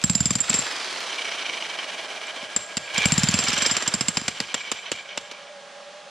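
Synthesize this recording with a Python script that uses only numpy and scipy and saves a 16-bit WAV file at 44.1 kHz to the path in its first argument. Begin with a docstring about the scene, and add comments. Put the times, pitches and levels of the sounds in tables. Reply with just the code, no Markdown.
"""Demolition hammer on stone

Two pulls of the trigger, the first already under way: the motor drives, strikes and coasts down in a rubble yard.
Each blow cracks on the stone, rings the chisel modes until the tip seats and thumps the ground.
Noise through gear case modes rattles, with fan rush, gear tones and growl; chips crackle as grain noise.
The fans of a cooling vest whine throughout, over background air; rubble and trees reflect the blows."""
import sys
import numpy as np
from scipy import signal
from scipy.fft import rfft, irfft
from scipy.io import wavfile

SR = 44100
rng = np.random.default_rng(int(sys.argv[2]) if len(sys.argv) > 2 else 0)


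def log_audio(samples):
    """Write samples as a 16-bit WAV file to the path given in sys.argv[1]."""
    # one column per channel
    frames = np.atleast_2d(samples).T
    # limit to full scale, then quantise
    limited = np.clip(frames, -1, 1)
    pcm = np.round(limited * 32767).astype(np.int16)
    wavfile.write(sys.argv[1], SR, pcm)


N = 268992
TIME, FREQ = np.arange(N) / SR, np.fft.rfftfreq(N, 1 / SR)


def amp(db):
    """Decibels to amplitude."""
    return 10 ** (np.asarray(db) / 20)


def unit(x):
    """Scale to rms 1."""
    return x / np.sqrt(np.mean(x ** 2, -1, keepdims=True) + 1e-20)


def read(points, hz):
    """Read a (Hz, value) table along log frequency."""
    f, value = np.transpose(points)
    return np.interp(np.log(hz + 1), np.log(f + 1), value)


def curves(rows):
    """Each column after the first as a line through time."""
    s, *columns = np.transpose(rows)
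    return [np.interp(TIME, s, c) for c in columns]


def colour(x, spectrum):
    """Filter by a (Hz, dB) table."""
    return irfft(rfft(x) * amp(read(spectrum, FREQ)), N)


def noise(spectrum):
    """Coloured noise of rms 1 as a (mid, side) pair."""
    return unit(colour(rng.standard_normal((2, N)), spectrum))


def drift(hz):
    """Smooth random curve of rms 1."""
    return unit(irfft(rfft(rng.standard_normal(N)) * np.exp(-(FREQ / hz) ** 2), N))


def flutter(hz):
    """Random curve of rms 1 in straight segments, rougher than drift."""
    knots = np.arange(0, N / SR + 1, 1 / 400)
    smooth = signal.lfilter([1], [1, -np.exp(-2 * np.pi * hz / 400)], rng.standard_normal(len(knots)))
    return unit(np.interp(TIME, knots, smooth))


def resonate(x, hz, width_hz):
    """One resonance driven by x, at rms 1."""
    return unit(signal.lfilter(*signal.iirpeak(hz, hz / width_hz, SR), x))


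def add(mix, s, sound):
    """Add a sound in place from s seconds on."""
    part = mix[..., max(round(s * SR), 0):][..., :sound.shape[-1]]
    part += sound[..., :part.shape[-1]]


def grains(per_s, size_db, size_limit, decay_s):
    """Sparse decaying noise grains with exponentially spread dB levels."""
    size = np.minimum(rng.exponential(1, N), size_limit)
    snaps = (rng.random(N) < per_s / SR) * amp(size_db * size)
    envelope = signal.lfilter([1], [1, -np.exp(-1 / (decay_s * SR))], snaps)
    return envelope * rng.standard_normal((2, N))


# Pulls of the trigger. Each row: on in seconds, off in seconds, top speed in turns/s,
# coast-down time constant in seconds, time from off to standstill in seconds.
RUNS = [(-0.15, 0.603, 23.07, 2.054, 3.525), (2.873, 3.646, 22.0, 0.69, 2.1)]
SPIN_UP_S = 0.054
CREEP_PER_S = 0.46  # share of top speed
FULL_SPEED_HZ = 31.6  # reference crank speed


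def crank_speed():
    """Turns/s: a jump and slow climb under power, then drag and friction brake the motor."""
    speed = np.zeros(N)
    for on, off, top, coast_s, stop_s in RUNS:
        spin_up = 1 - np.exp(-np.maximum(TIME - on, 0) / SPIN_UP_S)
        driven = spin_up * (1 - CREEP_PER_S * (off - TIME))
        friction = np.exp(-stop_s / coast_s)
        coasting = (np.exp(-np.maximum(TIME - off, 0) / coast_s) - friction) / (1 - friction)
        speed = np.maximum(speed, top * np.where(TIME < off, driven, coasting))
    return speed


def powered(rise_s, fall_s):
    """1 while the trigger is held, 0 otherwise, with soft edges."""
    gates = []
    for on, off, *_ in RUNS:
        rise = np.clip((TIME - on) / rise_s, 0, 1) ** 2
        gates.append(rise * np.exp(-np.maximum(TIME - off, 0) / fall_s))
    return sum(gates)


# Striker blows, one per crank turn. Each row: start in seconds, then relative levels: stone hit in dB,
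# chisel ring in dB, ground thump in dB, bending (skew) in dB; last, time until the tip seats in seconds.
BLOWS = [(0.0388, -9, -13.5, -21.5, 6.5, 0.029), (0.0974, -11.5, -16, -21.5, -1, 0.043),
         (0.1518, -15.5, -16.5, -24.5, 7.5, 0.037), (0.2047, -15.5, -15.5, -21, 2, 0.018),
         (0.2563, -15.5, -17, -24, 7, 0.028), (0.3061, -12, -17.5, -25, 6, 0.015),
         (0.354, -13, -17.5, -27, -11, 0.014), (0.404, -26, -19, -40, -10, 0.019),
         (0.4956, -22.5, -17.5, -35, -7, 0.011), (0.5409, -14.5, -18, -31, 5, 0.055),
         (0.587, -40, -24.5, -34.5, -15, 0.014), (2.5626, -17.5, -13.5, -35, 3, 0.016),
         (2.7691, -14.5, -18.5, -32.5, -10, 0.017), (2.979, -13.5, -19, -29, 9, 0.014),
         (3.0557, -6, -14, -20, -5, 0.046), (3.1205, -9, -15, -19.5, -17, 0.04),
         (3.1786, -12.5, -16, -20, 5, 0.03), (3.2333, -11.5, -18.5, -20, 8, 0.043),
         (3.2867, -14, -16, -23, 10, 0.0079), (3.34, -15, -18.5, -22.5, 10, 0.08),
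         (3.3887, -13, -18, -31.5, 9, 0.048), (3.438, -41, -30, -37, 0, 0.04),
         (3.4837, -14.5, -21, -31.5, 11.5, 0.027), (3.5305, -18, -25, -33, 10, 0.056),
         (3.578, -20, -25, -37, -5, 0.047), (3.621, -15.5, -21, -34.5, 5, 0.047),
         (3.662, -12, -19, -36.5, 8, 0.079), (3.7119, -17.5, -20, -31.5, 8, 0.044),
         (3.7666, -11.5, -18, -40, 9.5, 0.014), (3.8236, -17.5, -26, -43, -5, 0.018),
         (3.8767, -11, -16.5, -33, 7, 0.014), (3.939, -14.5, -16, -29.5, 7, 0.015),
         (4.009, -11, -16.5, -29, 14.5, 0.01), (4.0834, -11, -14, -27, 7, 0.014),
         (4.1707, -10.5, -19, -31, 14.5, 0.064), (4.2804, -12, -19.5, -33, -11, 0.017),
         (4.4026, -12.5, -21.5, -35, 17, 0.0053), (4.5425, -13, -19.5, -39.5, -11, 0.009),
         (4.716, -13.5, -20, -38.5, 9, 0.009), (4.9168, -13.5, -20.5, -38, -4, 0.0094),
         (5.175, -17.5, -25, -40, 0, 0.0076)]


def crank_angle(speed):
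    """Crank angle in radians, a whole number of turns at every blow."""
    turns, times = np.cumsum(speed) / SR, [row[0] for row in BLOWS]
    slip = np.unwrap(np.interp(times, TIME, turns), period=1)
    return 2 * np.pi * (turns - np.interp(TIME, times, slip))


# The loose tip bumps the stone without the striker. Each row: start in seconds, then relative levels:
# stone hit in dB, chisel ring in dB, ground thump in dB.
BUMPS = [(0.5012, -17.5, -39, -31), (0.5096, -34, -40, -34), (0.5436, -28, -39, -43),
         (2.269, -33, -38, -64), (2.362, -30, -54, -52), (2.427, -37, -58, -43.5), (3.408, -27, -26, -51),
         (3.4913, -21, -36, -37), (3.67, -33, -34, -44), (3.9487, -34, -27, -37), (4.214, -27, -32, -37),
         (5.313, -25.5, -63, -70)]
BUMP_FREE_S = 0.0064


def hits():
    """Every tip contact, with the crank speed at that moment as a last column."""
    speed = crank_speed()
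    rows = BLOWS + [(*row, 0, BUMP_FREE_S) for row in BUMPS]
    return [(*row, speed[round(row[0] * SR)]) for row in rows]


# Spectra of a crack and a duller knock on stone. Each row: frequency in Hz, relative level in dB per Hz.
CRACK = [(60, -30), (500, 2), (2500, -29), (4200, 7), (5000, 10.5), (6200, 7), (8000, -1.5), (9000, -6),
         (11500, -16.5), (14000, -32), (16000, -51)]
KNOCK = [(30, -52), (100, -16), (300, 3), (550, 7.5), (800, 0.5), (1500, 3.5), (3200, 7), (4500, -2),
         (8000, -72)]


def first_contact(snap_db=-3, tap_db=5, delay_s=0.00082):
    """Steel meeting stone starts each hit with one clean tick, plus a duller tap when the blow is slow."""
    snaps, taps = np.zeros((2, N)), np.zeros((2, N))
    for s, level_db, *_, speed in hits():
        at = round((s + delay_s) * SR)
        snaps[0, at] = amp(level_db + snap_db)
        taps[0, at] = amp(level_db + tap_db) * (1 - speed / FULL_SPEED_HZ)
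    return colour(snaps, CRACK) + colour(taps, KNOCK)


CRUSH_RISE_S = 0.00018


def stone(knock_db=-11.5, crack_db=-8.0, slow_knock_db=4, slow_crack_db=-5, burst_s=0.0032,
          grit_db=-19, grit_s=0.0022, chatter_db=-10, fast_chatter_db=-4, chatter_s=0.0088,
          looseness=1.0, ragged_db=3, lowest_hz=260):
    """The tip crushes stone for milliseconds; landing without weight, it chatters on the loose surface."""
    t = np.arange(SR // 10) / SR
    rise = 1 - np.exp(-t / CRUSH_RISE_S)
    crush = np.exp(-(t / burst_s) ** 2) + amp(grit_db) * np.exp(-t / grit_s)
    settle = t / chatter_s * np.exp(-(t / chatter_s) ** 2)
    ragged = amp(ragged_db * drift(270))
    knock, crack = np.zeros((2, N))
    for s, level_db, _, thump_db, *_, speed in hits():
        slow = 1 - speed / FULL_SPEED_HZ  # slow blows knock more and crack less
        lightness_db = looseness * np.clip(-27.5 - thump_db, -12, 5)
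        chatter_level = amp(chatter_db + lightness_db + fast_chatter_db * (-0.5 - slow))
        chatter = chatter_level * settle * ragged[round(s * SR):][:len(t)]
        burst = rise * (crush + chatter)
        add(knock, s, amp(level_db + knock_db + slow_knock_db * slow) * burst)
        add(crack, s, amp(level_db + crack_db + slow_crack_db * slow) * burst)
    # so small a patch of stone radiates no bass
    no_bass = signal.butter(3, lowest_hz, "high", fs=SR, output="sos")
    return signal.sosfilt(no_bass, knock * noise(KNOCK) + crack * noise(CRACK))


# Pitch range of struck spots: lowest in Hz, highest in Hz.
SPOT_HZ = (900, 4800)


def spots(spot_db=-13, spot_t60_s=0.02, count=3):
    """The tip wanders over the stone, so every hit rings a few short modes of its own."""
    t, out = np.arange(SR // 20) / SR, np.zeros((2, N))
    for s, level_db, *_ in hits():
        envelope = amp(level_db + spot_db - 60 * t / spot_t60_s) * (1 - np.exp(-t / 0.000073))
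        for hz in np.exp(rng.uniform(*np.log(SPOT_HZ), count)):
            add(out, s, envelope * np.sin(2 * np.pi * (hz * t + rng.random((2, 1)))))
    return out


# Lengthwise and bending chisel modes. Each row: frequency in Hz, relative level in dB, factor on ring time.
CHISEL = [(7350, -2, 0.99), (7800, -18, 0.76), (7156, -1.5, 0.24), (7880, -14.5, 0.11), (10300, -29, 0.47),
          (13300, -33, 0.2), (15200, -58, 1)]
BENDING = [(5020, -12.5, 0.17), (4830, -10.5, 0.1)]
# The grip of the stone tunes each ring: spread between blows, sag as the tip withdraws, waver.
GRIP_HZ, SAG_HZ_PER_S, WAVER_HZ = 40, 3000, 55


def chisel(ring_db=1, slow_ring_s=0.052, fast_ring_s=0.51, seat_db=-13, contact=0.55, pressed_db=4,
           pressed_s=0.0061, pressed_hz=130, scatter_hz=24, bend_scatter_hz=125, rock_db=2):
    """Steel modes ring louder and sharper while pressed, damp as the tip seats; skew blows bend it too."""
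    t, out = np.arange(SR // 5) / SR, np.zeros((2, N))
    pressed, waver, rocking = np.exp(-t / pressed_s), drift(123), flutter(70)
    onset = 1 - np.exp(-t / 0.00036)
    for s, hit_db, level_db, _, skew_db, free_s, speed in hits():
        here = slice(round(s * SR), round(s * SR) + len(t))
        # at speed the steel bounces clear and rings on
        t60_s = slow_ring_s * (fast_ring_s / slow_ring_s) ** (speed / FULL_SPEED_HZ)
        seated = 1 - np.exp(-(t / free_s) ** 6)
        sag_hz = SAG_HZ_PER_S * (free_s / 2 - np.minimum(t, free_s))
        grip_hz = GRIP_HZ * rng.standard_normal() + sag_hz + WAVER_HZ * waver[here]
        rock = rock_db * rocking[here] * (1 - pressed)  # the loose steel rocks in its holder
        # modes that the stone damps most are detuned most by it; the longest-ringing modes grow quieter the
        # harder the hit is against the ring
        modes = [(hz, db, lasting, scatter_hz / lasting ** 0.71) for hz, db, lasting in CHISEL]
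        modes += [(hz, db + skew_db, lasting, bend_scatter_hz) for hz, db, lasting in BENDING]
        for hz, db, lasting, spread_hz in modes:
            pitch_hz = hz + grip_hz + spread_hz * rng.standard_normal() + pressed_hz * pressed
            wave = np.sin(2 * np.pi * (np.cumsum(pitch_hz) / SR + rng.random((2, 1))))
            decay_db = pressed_db * pressed + seat_db * seated + rock - 60 * t / (t60_s * lasting)
            mode_db = level_db + contact * lasting * (level_db - hit_db) + ring_db + db
            add(out, s, amp(mode_db + decay_db) * onset * wave)
    return out


# Rumble spectrum. Each row: frequency in Hz, relative level in dB per Hz.
GROUND = [(20, -35), (40, -15), (70, 0.5), (130, 5.5), (250, -6), (400, -25), (900, -54)]
# each thump meets another part of the block: spread of pitch, of length (share)
THUMP_SPREAD_HZ, THUMP_SPREAD = 9, 0.07


def ground(thump_db=8.5, thump_hz=197, drop_hz_per_db=3.5, crest_s=0.0056, sharpness=5.05, sag=0.069,
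           rumble_db=-9.0, rumble_s=0.031, heavy=0.17):
    """The struck block heaves a couple of cycles just after the crack; the rubble bed rumbles on."""
    t, out, shake = np.arange(SR // 5) / SR, np.zeros((2, N)), np.zeros(N)
    for s, _, _, level_db, *_ in hits():
        u = t / (crest_s * np.exp(THUMP_SPREAD * rng.standard_normal()))
        heave = (u * np.exp(1 - u)) ** sharpness
        weight_db = level_db + 26
        # heavy blows move more stone and sound lower
        hz = thump_hz - drop_hz_per_db * weight_db + THUMP_SPREAD_HZ * rng.standard_normal()
        phase = 2 * np.pi * hz * (t - 0.878 * crest_s) * (1 - sag * np.tanh(u - 1))
        add(out, s, amp(level_db + thump_db) * heave * np.array([np.cos(phase), np.sin(phase)]))
        # heavy blows shake the bed disproportionately
        shake_level = amp(level_db + rumble_db + heavy * weight_db)
        add(shake, s, shake_level * (1 - np.exp(-u ** 2)) * np.exp(-t / rumble_s))
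    return out + shake * noise(GROUND)


def piston_stroke(angle, slack_lag=0.13, lopsided=0.2, compression=0.43, compression_lead=0.48):
    """Two swells per turn; under power the piston also labours on the air cushion before each blow."""
    halves = np.cos(2 * (angle - slack_lag)) * (1 - .5 * powered(0.091, 0.091))
    cushion = compression * powered(0.16, 0.51) * np.cos(angle + compression_lead)
    return lopsided * np.cos(angle) - halves + cushion


# Gear case modes. Each row: frequency in Hz, width in Hz, relative level in dB.
CASE = [(740, 160, -14), (1102, 130, -9), (1657, 120, -6.5), (1950, 69, -11), (2274, 34, -2.5),
        (2368, 72, 2.5), (2590, 120, -4), (2900, 70, -0.5), (3074, 90, 1), (3170, 78, -4.5), (3435, 52, -8),
        (3760, 99, -7.5), (4174, 45, -8.5), (4890, 110, -8), (5750, 220, -4.5)]
SHIFTING_DB, GRAIN_DB = 2.3, 1.4  # spread of mode shares, of single teeth


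def case_rattle(clatter_per_s=3000, bite_db_per_octave=13.0):
    """Dense random tooth contacts ring the gear case; rms 1."""
    tooth_size = amp(GRAIN_DB * np.minimum(rng.exponential(1, N), 4))
    teeth = (rng.random(N) < clatter_per_s / SR) * tooth_size * rng.standard_normal((2, N))
    # under power the teeth bite harder and reach the higher modes
    bite = bite_db_per_octave * powered(0.57, 1.0)
    case = np.zeros((2, N))
    for hz, width_hz, db in CASE:
        # the contact wanders, so the modes take turns
        share_db = db + SHIFTING_DB * flutter(37.0) + bite * np.log2(hz / 2400)
        case += amp(share_db) * resonate(teeth, hz, width_hz)
    tilt = [(100, -35), (400, 7.0), (4300, -6.0), (6000, -11.0), (8000, -40), (14000, -34)]
    return unit(colour(case, tilt))


# Gear mesh tones. Each row: multiple of crank speed, relative level in dB.
MESH = [(58, -17), (116, -12), (174, -12), (232, -15)]
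ARMATURE_RATIO = 9.67  # armature turns per crank turn
BACKLASH = 0.006  # rms share of speed
LOW_ORDER_DB = 7  # the small housing radiates the lowest armature tone this much less


def whine(speed, orders_db=-16):
    """Gear mesh tones and a comb of armature orders glide with speed, blurred by backlash."""
    turns = np.cumsum(speed * (1 + BACKLASH * drift(90))) / SR
    lines = MESH + [(k * ARMATURE_RATIO, orders_db - LOW_ORDER_DB / (k - 1)) for k in range(2, 26)]
    tones = sum(amp(db + 3 * flutter(8)) * np.sin(2 * np.pi * (k * turns + rng.random()))
                for k, db in lines)
    return np.minimum(speed / 17, 1) ** 2 * np.array([tones, np.roll(tones, SR // 300)])


# Fan rush spectrum. Each row: frequency in Hz, relative level in dB per Hz.
RUSH = [(30, -46), (100, -25), (170, -10), (300, -2.5), (600, 2), (1500, 2), (3500, -1), (5500, -4),
        (7000, -8), (9800, -15), (11200, -31.5), (14000, -35), (16000, -46)]
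# Openness of the tool past the worker's body. Each row: time in seconds, level in dB.
EXPOSURE = [(0, -6.5), (0.36, -9), (0.52, 1), (2.86, 4), (2.96, 3.5), (3.64, 2.5), (4.0, 1), (5.3, -0.5)]
# Looseness of the gears. Each row: time in seconds, rattle level in dB.
SLACK = [(0, -5), (0.6, -13), (0.9, -2.5), (1.3, 7), (2.4, 3.5), (2.7, -2), (2.86, -0.5), (3.1, -2),
         (3.62, 8), (4.02, -4), (4.58, 8.5), (5.0, 8.5), (5.4, 9)]
KICK_DB, KICK_S = 16, 0.16  # switching on kicks the gears about
UNEVEN_DB, STROKE_DB = 1.0, 3.2  # rattle: rms spread of level, swell per unit of stroke
HALF_LEVEL_SPEED_HZ = 0.78  # tool fades out around this crank speed


def motor(rush_db=-32.0, rattle_db=-38.5, whine_db=-32, rush_db_per_decade=18.0, brushes_db=0.0,
          rattle_db_per_decade=8, rush_stroke_db=1.0, rush_lull=0.56, turning_db=-4, turning_width=0.32):
    """Fan rush follows speed; the gears whine, and rattle in two swells per turn, with a lull at the far end of
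    the stroke."""
    speed = crank_speed()
    angle = crank_angle(speed)
    (exposure_db,), (slack_db,) = curves(EXPOSURE), curves(SLACK)
    decades = np.log10(speed / FULL_SPEED_HZ + 1e-3)
    kick = sum(np.interp((TIME - on) / KICK_S, [0, .2, .55, .95, 1.15], [0, .55, .9, 1, 0])
               for on, *_ in RUNS)
    running = speed ** 2 / (speed ** 2 + HALF_LEVEL_SPEED_HZ ** 2)
    stroke = piston_stroke(angle)
    # the gears run free for an instant at the far end of the stroke
    lull_db = turning_db * np.exp(-(1 + np.cos(angle)) / turning_width ** 2)

    rattle_level_db = exposure_db + rattle_db_per_decade * decades + slack_db + KICK_DB * kick + rattle_db
    rattle_swing_db = STROKE_DB * stroke + lull_db + UNEVEN_DB * drift(64)
    rattle = amp(rattle_level_db + rattle_swing_db) * case_rattle()

    rush_swing_db = rush_stroke_db * stroke + rush_lull * lull_db + 0.66 * drift(190)
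    rush = unit(noise(RUSH) * amp(rush_swing_db))
    spin_db = exposure_db + rush_db_per_decade * decades + brushes_db * powered(0.086, 0.1)
    return running * (rattle + amp(spin_db) * (amp(rush_db) * rush + amp(whine_db) * whine(speed)))


# Load of the air cushion on the gears. Each row: time in seconds, level in dB.
LOAD = [(0, -23), (0.36, -8), (0.48, 1), (0.54, -3), (0.7, 0.5), (1.1, -25), (2.9, -13), (3.05, 3),
        (3.4, -2), (3.62, 7.5), (3.84, 1), (3.93, 1), (4.1, -29), (4.4, -29)]
# Growl spectrum. Each row: frequency in Hz, relative level in dB per Hz.
GROWL = [(200, -40), (600, -12), (1000, -4), (1350, 1.5), (1800, 3), (2400, -9), (3300, -3), (4500, -12),
         (7000, -28), (12000, -56)]


def labour(growl_db=-29, lead=0.89, squeeze_db=11, tooth_db=2, uneven_db=0.0):
    """Loaded gears growl as the piston squeezes air before each blow, throbbing with armature turns."""
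    speed, (load_db,) = crank_speed(), curves(LOAD)
    angle = crank_angle(speed)
    squeeze = squeeze_db * (np.cos(angle + lead) - 1)
    throb = tooth_db * np.cos(ARMATURE_RATIO * angle) + uneven_db * flutter(60)
    return amp(growl_db + load_db + squeeze + throb) * noise(GROWL) * speed / FULL_SPEED_HZ


# The housing rings sharply as the motor is kicked back to speed, softly as the slack gears coast.
# Each row: start in seconds, relative level in dB, t60 in seconds.
CLACKS = [(2.972, -13, 0.018), (3.012, -18, 0.022), (3.0183, -9, 0.015), (3.03, -10, 0.016),
          (3.0377, -16, 0.033), (3.05, -19.5, 0.047), (3.104, -27, 0.048), (3.468, -21, 0.038),
          (4.502, -43, 0.044), (4.605, -31.5, 0.066), (4.668, -40, 0.057), (4.785, -35, 0.06),
          (4.842, -51, 0.079), (4.966, -43, 0.056), (4.986, -37, 0.092)]
# A hard tooth contact favours the lower case modes. Each row: frequency in Hz, gain in dB.
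CLACK_COLOUR = [(1500, 1), (2300, 10), (2950, -11), (3400, 6), (6000, -4)]


def clacks(clack_db=-1):
    """Single hard tooth contacts ring the modes of the gear case."""
    t, out = np.arange(SR // 10) / SR, np.zeros((2, N))
    for s, level_db, t60_s in CLACKS:
        ring = sum(amp(db) * np.sin(2 * np.pi * (hz * t + rng.random((2, 1)))) for hz, _, db in CASE)
        add(out, s, amp(level_db + clack_db - 60 * t / t60_s) * (1 - np.exp(-t / 0.0042)) * ring)
    return colour(out, CLACK_COLOUR)


# Snapping chips. Each row: frequency in Hz, gain in dB.
CHIPS = [(200, -7.5), (600, -43), (1300, -18), (2500, 1), (5000, -3), (7000, -1.5), (10000, -18.5),
         (11500, -27.5), (14000, -27), (16000, -45)]


def crumble(grind_db=-37.5, facing=0.89, spill_db=-37, spill_s=0.094, chips_per_s=750, size_db=7.5,
            chip_s=0.0031):
    """Chips grind round the tip under power and spill after each blow: a crackle of very short grains."""
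    exposure_db, = curves(EXPOSURE)
    level, t = amp(grind_db + facing * exposure_db) * powered(0.1, 0.042), np.arange(SR // 2) / SR
    for s, hit_db, *_ in BLOWS:
        add(level, s, amp(spill_db + hit_db) * np.exp(-t / spill_s))
    return level * unit(colour(grains(chips_per_s, size_db, 4, chip_s), CHIPS))


# Chips landing on the rubble. Each row: start in seconds, level per partial pair in dB, ring in Hz.
PEBBLES = [(0.6228, -23, 5600), (0.6675, -20, 4950), (0.7135, -23, 4260), (0.7242, -22, 5100),
           (1.0052, -24, 3770)]
# Grit trickling down the heap. Each row: time in seconds, level in dB.
TRICKLE = [(0.3, -72), (0.55, -62), (0.66, -36.5), (0.9, -40), (1.1, -42), (1.5, -54), (2.4, -73)]
# Grit colour. Each row: frequency in Hz, gain in dB.
GRIT = [(300, -34), (1500, 0), (3000, -2), (5000, 4.5), (6200, -5), (7500, -12), (10000, -32), (12000, -36),
        (16000, -48)]


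def debris(pebble_db=0, pebble_t60_s=0.011, trickle_db=0):
    """Single chips tick on the rubble as inharmonic rings; grit trickles as a fine crackle."""
    t, (level_db,) = np.arange(SR // 40) / SR, curves(TRICKLE)
    out = amp(level_db + trickle_db) * unit(colour(grains(700, 4.5, 3.5, .0004), GRIT))
    for s, pebble_level_db, hz in PEBBLES:
        ring = sum(np.sin(2 * np.pi * (hz * ratio * t + rng.random((2, 1))))
                   for ratio in (.48, .71, 1, 1.23)) / 2
        add(out, s, amp(pebble_level_db + pebble_db - 60 * t / pebble_t60_s) * ring)
    return out


# Decay of the yard and trees. Each row: frequency in Hz, t60 in seconds.
YARD = [(100, 0.2), (1000, 0.1), (7000, 0.58), (14000, 0.45)]


def yard(x, trees_db=5.5, trees_s=0.078, trees_spread_s=0.03):
    """Sparse rubble reflections, then a cluster from the tree edge; each band dies at its own speed."""
    taps = rng.standard_normal((2, SR // 2)) * (rng.random((2, SR // 2)) < 2000 / SR)
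    taps[:, :round(.008 * SR)] = 0
    hz, t, z = signal.stft(taps, SR, nperseg=256)
    trees = trees_db * np.exp(-((t - trees_s) / trees_spread_s) ** 2)
    decay_db = trees - 60 * t / read(YARD, hz)[:, None]
    tail = signal.istft(z * amp(decay_db), SR, nperseg=256)[1]
    return signal.fftconvolve(x[:1], tail / np.linalg.norm(tail[0]), axes=1)[:, :N]


# Vest fan blade tone, then overtones. Each row: frequency in Hz, relative level in dB.
FAN_TONES = [(817, -57.5), (1638, -66.5), (3274, -76)]
# Intake hum: width in Hz, relative level in dB.
INTAKE = (34, -48.5)
# How the fans face the listener. Each row: time in seconds, overtone gain in dB, intake gain in dB,
# intake pitch in Hz.
FACING = [(0, 0, -8.5, 650.3), (2.2, 17.5, 4, 644.5), (3.2, 20, -4.5, 604), (4.6, 12, -34, 595),
          (5.1, 10, -1, 574.6), (6.1, 5.5, 2, 575)]
# above this pitch the hum breaks up into noise, fully so one span higher
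CLEAR_HUM_HZ, BLUR_SPAN_HZ = 580, 85


def vest(blurred_hz=80, blade_top_db=1.5, blade_share=1.0):
    """Small fans: a wavering blade tone with overtones, and air humming in the intake."""
    overtone_db, intake_db, intake_hz = curves(FACING)
    blade_db = blade_top_db + blade_share * intake_db
    clock_s = np.cumsum(1 + 0.001206 * drift(4.9)) / SR
    tones = np.zeros((2, N))
    for k, (hz, db) in enumerate(FAN_TONES):
        tone_db = db + (overtone_db if k else blade_db) + 0.75 * drift(44)
        tones += amp(tone_db) * unit(np.sin(2 * np.pi * (hz * clock_s + rng.random((2, 1)))))

    width_hz, hum_db = INTAKE
    turn = np.exp(2j * np.pi * np.cumsum(intake_hz + 13 * drift(8.33)) / SR)

    def band(hz):
        return np.array([((drift(hz) + 1j * drift(hz)) * turn).real for _ in range(2)])

    blur = np.clip((intake_hz - CLEAR_HUM_HZ) / BLUR_SPAN_HZ, 0, 1)
    hum = np.sqrt(1 - blur) * band(width_hz) + np.sqrt(blur) * band(blurred_hz)
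    return tones + amp(hum_db + intake_db) * hum


# Background air spectrum. Each row: frequency in Hz, relative level in dB per Hz.
AIR = [(15, -69), (25, -42), (96, -54), (130, -26.5), (190, -15.5), (300, -25.5), (480, -13), (700, -11.5),
       (880, -16), (1170, -12.5), (2060, -16.5), (3340, -16.5), (6720, -25), (10000, -37), (11500, -63),
       (15500, -68)]


def background_air(level_db=-45.5):
    """Coloured noise with a slightly drifting level."""
    return amp(level_db + .5 * drift(7.9)) * noise(AIR)


# Stereo width. Each row: frequency in Hz, side gain in dB.
WIDTH = [(30, 9), (70, -14), (200, -19.5), (400, -17), (700, -16.5), (1300, -11), (2400, -16),
         (4500, -12.5), (7400, -5.5), (9000, 2.5), (15000, -0.5)]
# Stereo lean. Each row: frequency in Hz, left-right gain in dB.
LEAN = [(60, 0.5), (150, -0.5), (380, 0), (950, -3.5), (2380, -1.5), (5980, -1.5), (15000, 2)]


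def scene(yard_db=-16):
    """All sources as mid and side, then left and right."""
    blows = first_contact() + stone() + spots() + chisel() + ground()
    tool = motor() + labour() + clacks()
    rubble = crumble() + debris()
    mid, side = blows + amp(yard_db) * yard(blows) + rubble + tool + vest() + background_air()
    side = colour(side, WIDTH)
    lean = amp(read(LEAN, FREQ) / 2)
    return irfft(rfft(np.array([mid + side, mid - side])) * np.array([lean, 1 / lean]), N)


EDGE_HZ = 15450


def record(dry, ceiling=0.73):
    """Soft saturation rounds off the loudest peaks; then the band limit."""
    rounded = ceiling * np.tanh(dry / ceiling)
    lowpass = signal.firwin(255, EDGE_HZ, window=("kaiser", 8), fs=SR)
    return signal.oaconvolve(rounded, lowpass[None], "same")


dry = scene()
out = record(dry)
log_audio(out)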